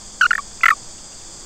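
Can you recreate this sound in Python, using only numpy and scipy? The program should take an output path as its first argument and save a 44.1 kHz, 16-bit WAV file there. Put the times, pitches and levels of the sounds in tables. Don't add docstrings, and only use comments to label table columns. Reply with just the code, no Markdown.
import sys
import numpy as np
from scipy import signal
from scipy.fft import rfft, irfft
from scipy.io import wavfile
from scipy.ndimage import uniform_filter1d

SR = 44100
rng = np.random.default_rng(int(sys.argv[2]) if len(sys.argv) > 2 else 0)


def persist_wave(psi):
    counts = np.round(np.clip(psi, -1, 1) * 32767).astype(np.int16)
    wavfile.write(sys.argv[1], SR, np.atleast_2d(counts).T)


N = 63945
T = np.arange(N) / SR

# frequency_hz, gain_db
INSECT_EQ = [(1650, -37), (2800, -25), (3160, -7.5), (3480, -3), (3950, -16), (4510, -0.5), (4740, 3),
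             (5050, 0.5), (5460, -6), (6370, 2), (7640, 3.5), (8550, -4), (9640, -29), (10900, -34),
             (15000, -51)]
# frequency_hz, gain_db
AIR_EQ = [(10, -0.5), (26, -2.5), (48, -13.5), (110, -16), (300, -21), (850, -22), (1500, -27),
          (2800, -33.5), (4000, -50)]
# pitch_hz, start_level_db, end_level_db
HUMS = [(208, -48.5, -62), (339, -66, -53.5)]
# (time_s, pitch_hz, level_db)
SQUEALS = [ (2, [(.2099, 1250, -23), (.2137, 1590, -4.3), (.220, 1455, -7), (.227, 1275, -15),
           (.232, 1440, -8.8), (.236, 1475, -6.7), (.243, 1360, -9), (.249, 1160, -22), (.255, 1390, -10),
           (.260, 1445, -6.8), (.2643, 1415, -7.6), (.2657, 1400, -18)]), (-3, [(.3062, 2700, -32),
           (.308, 1900, -13), (.3095, 1480, -5.8), (.315, 1390, -6.6), (.3173, 1360, -9),
           (.3194, 1330, -29)]), (-0.5, [(.382, 1421, -18), (.3845, 1195, -17), (.388, 1065, -37),
           (.3915, 1138, -17.5), (.399, 1155, -26), (.406, 1090, -62)]), (-9, [(.706, 1360, -42),
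           (.7095, 1281, -7.5), (.713, 1300, -5.5), (.718, 1150, -15), (.7235, 1077, -21.5),
           (.727, 1172, -14.5), (.734, 1170, -18), (.7405, 1180, -56)])]
# frequency_hz, gain_db
OVERTONE_EQ = [(2300, -2), (3000, -13), (3700, -17.5), (4500, -20.5), (5200, -29), (6100, -18.5),
               (7400, -37.5), (9000, -39.5), (11000, -60), (11700, -33.5), (12500, -46), (14500, -45),
               (15800, -50)]
# start_s, length_s, pitch_hz, level_db
SQUEAKS = [(0.211, .002, 2110, -20), (0.266, .0025, 1863, -24), (0.6073, 0.0018, 1550, -27.5),
           (0.6099, 0.0065, 2500, -28.5)]
# start_s, length_s, low_hz, low_db, high_hz, high_db
CHIRPS = [ (.3301, .0083, 1420, -16.5, 1770, -11.5), (.3513, .0082, 1420, -22, 1765, -11.5),
          (.3784, .0058, 1350, -30, 1690, -13), (.6330, .0142, 1380, -10, 1965, -7.3),
          (.6554, .0138, 1370, -8.7, 1925, -6.5), (.6815, .0130, 1350, -9.2, 1910, -7.8),
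          (.7030, .0088, 1370, -22, 1850, -7)]
# frequency_hz, gain_db
BREATH_EQ = [(300, -14), (600, -2.5), (2500, -5), (4000, -3), (5200, -6), (7000, 7), (9800, -8),
             (11800, 0.5), (13200, -3), (15800, -10)]
# centre_s, pitch_hz, level_db
FAR_PEEPS = [(.985, 2680, -49), (1.13, 2690, -49), (1.215, 2720, -51)]


def undb(db):
    return 10 ** (np.asarray(db) / 20)


def equalise(x, eq):
    hz, db = np.array(sorted(eq), float).T
    bin_hz = np.maximum(np.arange(N // 2 + 1) * SR / N, 1)
    return irfft(rfft(x) * undb(np.interp(np.log(bin_hz), np.log(hz), db)), N)


def noise(eq):
    x = equalise(rng.standard_normal(N), eq)
    return x / x.std()


def wander(rate_hz):
    hold = max(int(SR / rate_hz), 1)
    steps = rng.standard_normal(N)[np.arange(N) // hold]
    return 1.3 * uniform_filter1d(uniform_filter1d(steps, hold), hold)


def oscillator(hz):
    return np.exp(2j * np.pi * (np.cumsum(hz) / SR + rng.random()))


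def gate(start, end, attack_s=.00063, release_s=.00063):
    fades = np.clip([(T - start) / attack_s, (end - T) / release_s], 0, 1)
    fade_in, fade_out = np.sin(np.pi / 2 * fades) ** 2
    return fade_in * fade_out


def insects(throb_hz=14.22, hiss_db=-39, trill_db=-49):
    throb = np.cos(np.pi * throb_hz * T) ** 2
    trill = undb(trill_db) * throb * oscillator(8520 + 150 * wander(rate_hz=1500)).real
    return undb(hiss_db + throb - .75) * noise(INSECT_EQ) + trill


def outdoor_air(level_db=-41.5, swell_db=.33):
    return undb(level_db - swell_db * wander(rate_hz=6.1)) * noise(AIR_EQ)


def hums(waver_hz=6):
    return sum(undb(np.linspace(start_db, end_db, N)) * oscillator(hz + waver_hz * wander(rate_hz=12))
               for hz, start_db, end_db in HUMS).real


def squeal(curve):
    times, hz, db = np.array(sorted(curve)).T
    envelope = gate(times[0], times[-1]) * np.interp(T, times, undb(db))
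    return envelope * oscillator(np.interp(T, times, hz))


def larynx(swing, overtone_db):
    phase = np.angle(swing)
    closing = sum(np.cos(k * phase) for k in range(2, 12))
    drive = np.abs(swing) ** 1.647
    return swing.real + undb(overtone_db) * equalise(drive * closing, OVERTONE_EQ)


def squeak(start, length, hz, db, rise_per_s=40):
    age = np.clip(T - start, 0, length)
    bend = 1 + rise_per_s * (age - length / 2)
    return undb(db) * np.sin(np.pi * age / length) * oscillator(hz * bend).real


def chirp(start, length, low_hz, low_db, high_hz, high_db):
    scoop_s, sag_per_s = .0011, 4.5
    low_growth_db_per_s, high_fade_db_per_s = 238, 359
    subtone_hz, subtone_db = 1120, -15.5
    age = np.clip(T - start, 0, length)
    from_middle = age - length / 2
    bend = 1 + .27 * np.exp(-age / scoop_s) - sag_per_s * from_middle
    low_gain = undb(low_db + low_growth_db_per_s * from_middle)
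    high_gain = undb(high_db - high_fade_db_per_s * from_middle)
    rivalry = 2 * low_gain * high_gain / (low_gain ** 2 + high_gain ** 2)
    low, high, subtone = (oscillator(hz * (bend + .055 * rivalry * wander(rate_hz=801.5)))
                          for hz in (low_hz, high_hz, subtone_hz))
    beat = high / low
    sidebands = undb(-5) * high * beat + undb(-22) * low / beat + undb(-21.5) * beat
    low_layer = low_gain * (low + undb(subtone_db) * subtone)
    high_layer = high_gain * (high - low_gain * sidebands)
    return gate(start, start + length, attack_s=.0024, release_s=.0036) * (low_layer + high_layer)


def puff(start, length, chirp_db, full_chirp_db=-5, fade_s=.015):
    age = np.clip(T - start, 0, length)
    strength = undb(1.82 * (chirp_db - full_chirp_db))
    return strength * gate(start, start + length, release_s=.0036) * np.exp(-age / fade_s)


def toad():
    voice = sum(larynx(squeal(curve), db) for db, curve in SQUEALS)
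    voice += sum(squeak(*row) for row in SQUEAKS)
    voice += larynx(sum(chirp(*row) for row in CHIRPS), overtone_db=-3.5)
    breath = undb(-28) * noise(BREATH_EQ)
    for start, length, _, _, _, high_db in CHIRPS:
        voice += puff(start, length, high_db) * breath
        voice += squeak(start + length - .0032, length=.0055, hz=2320, db=high_db - 21)
    return voice


def far_peep(centre, hz, db, width_s=.008):
    envelope = undb(db) * np.exp(-((T - centre) / width_s) ** 2)
    return envelope * oscillator(hz * (1 + .05 * wander(rate_hz=210))).real


def scene():
    bed = insects() + outdoor_air() + hums()
    return (bed + toad() + sum(far_peep(*row) for row in FAR_PEEPS))[None]


def record(dry):
    cutoff_hz = 15750
    return signal.sosfilt(signal.ellip(10, .1, 80, cutoff_hz, fs=SR, output="sos"), dry)


dry = scene()
out = record(dry)
persist_wave(out)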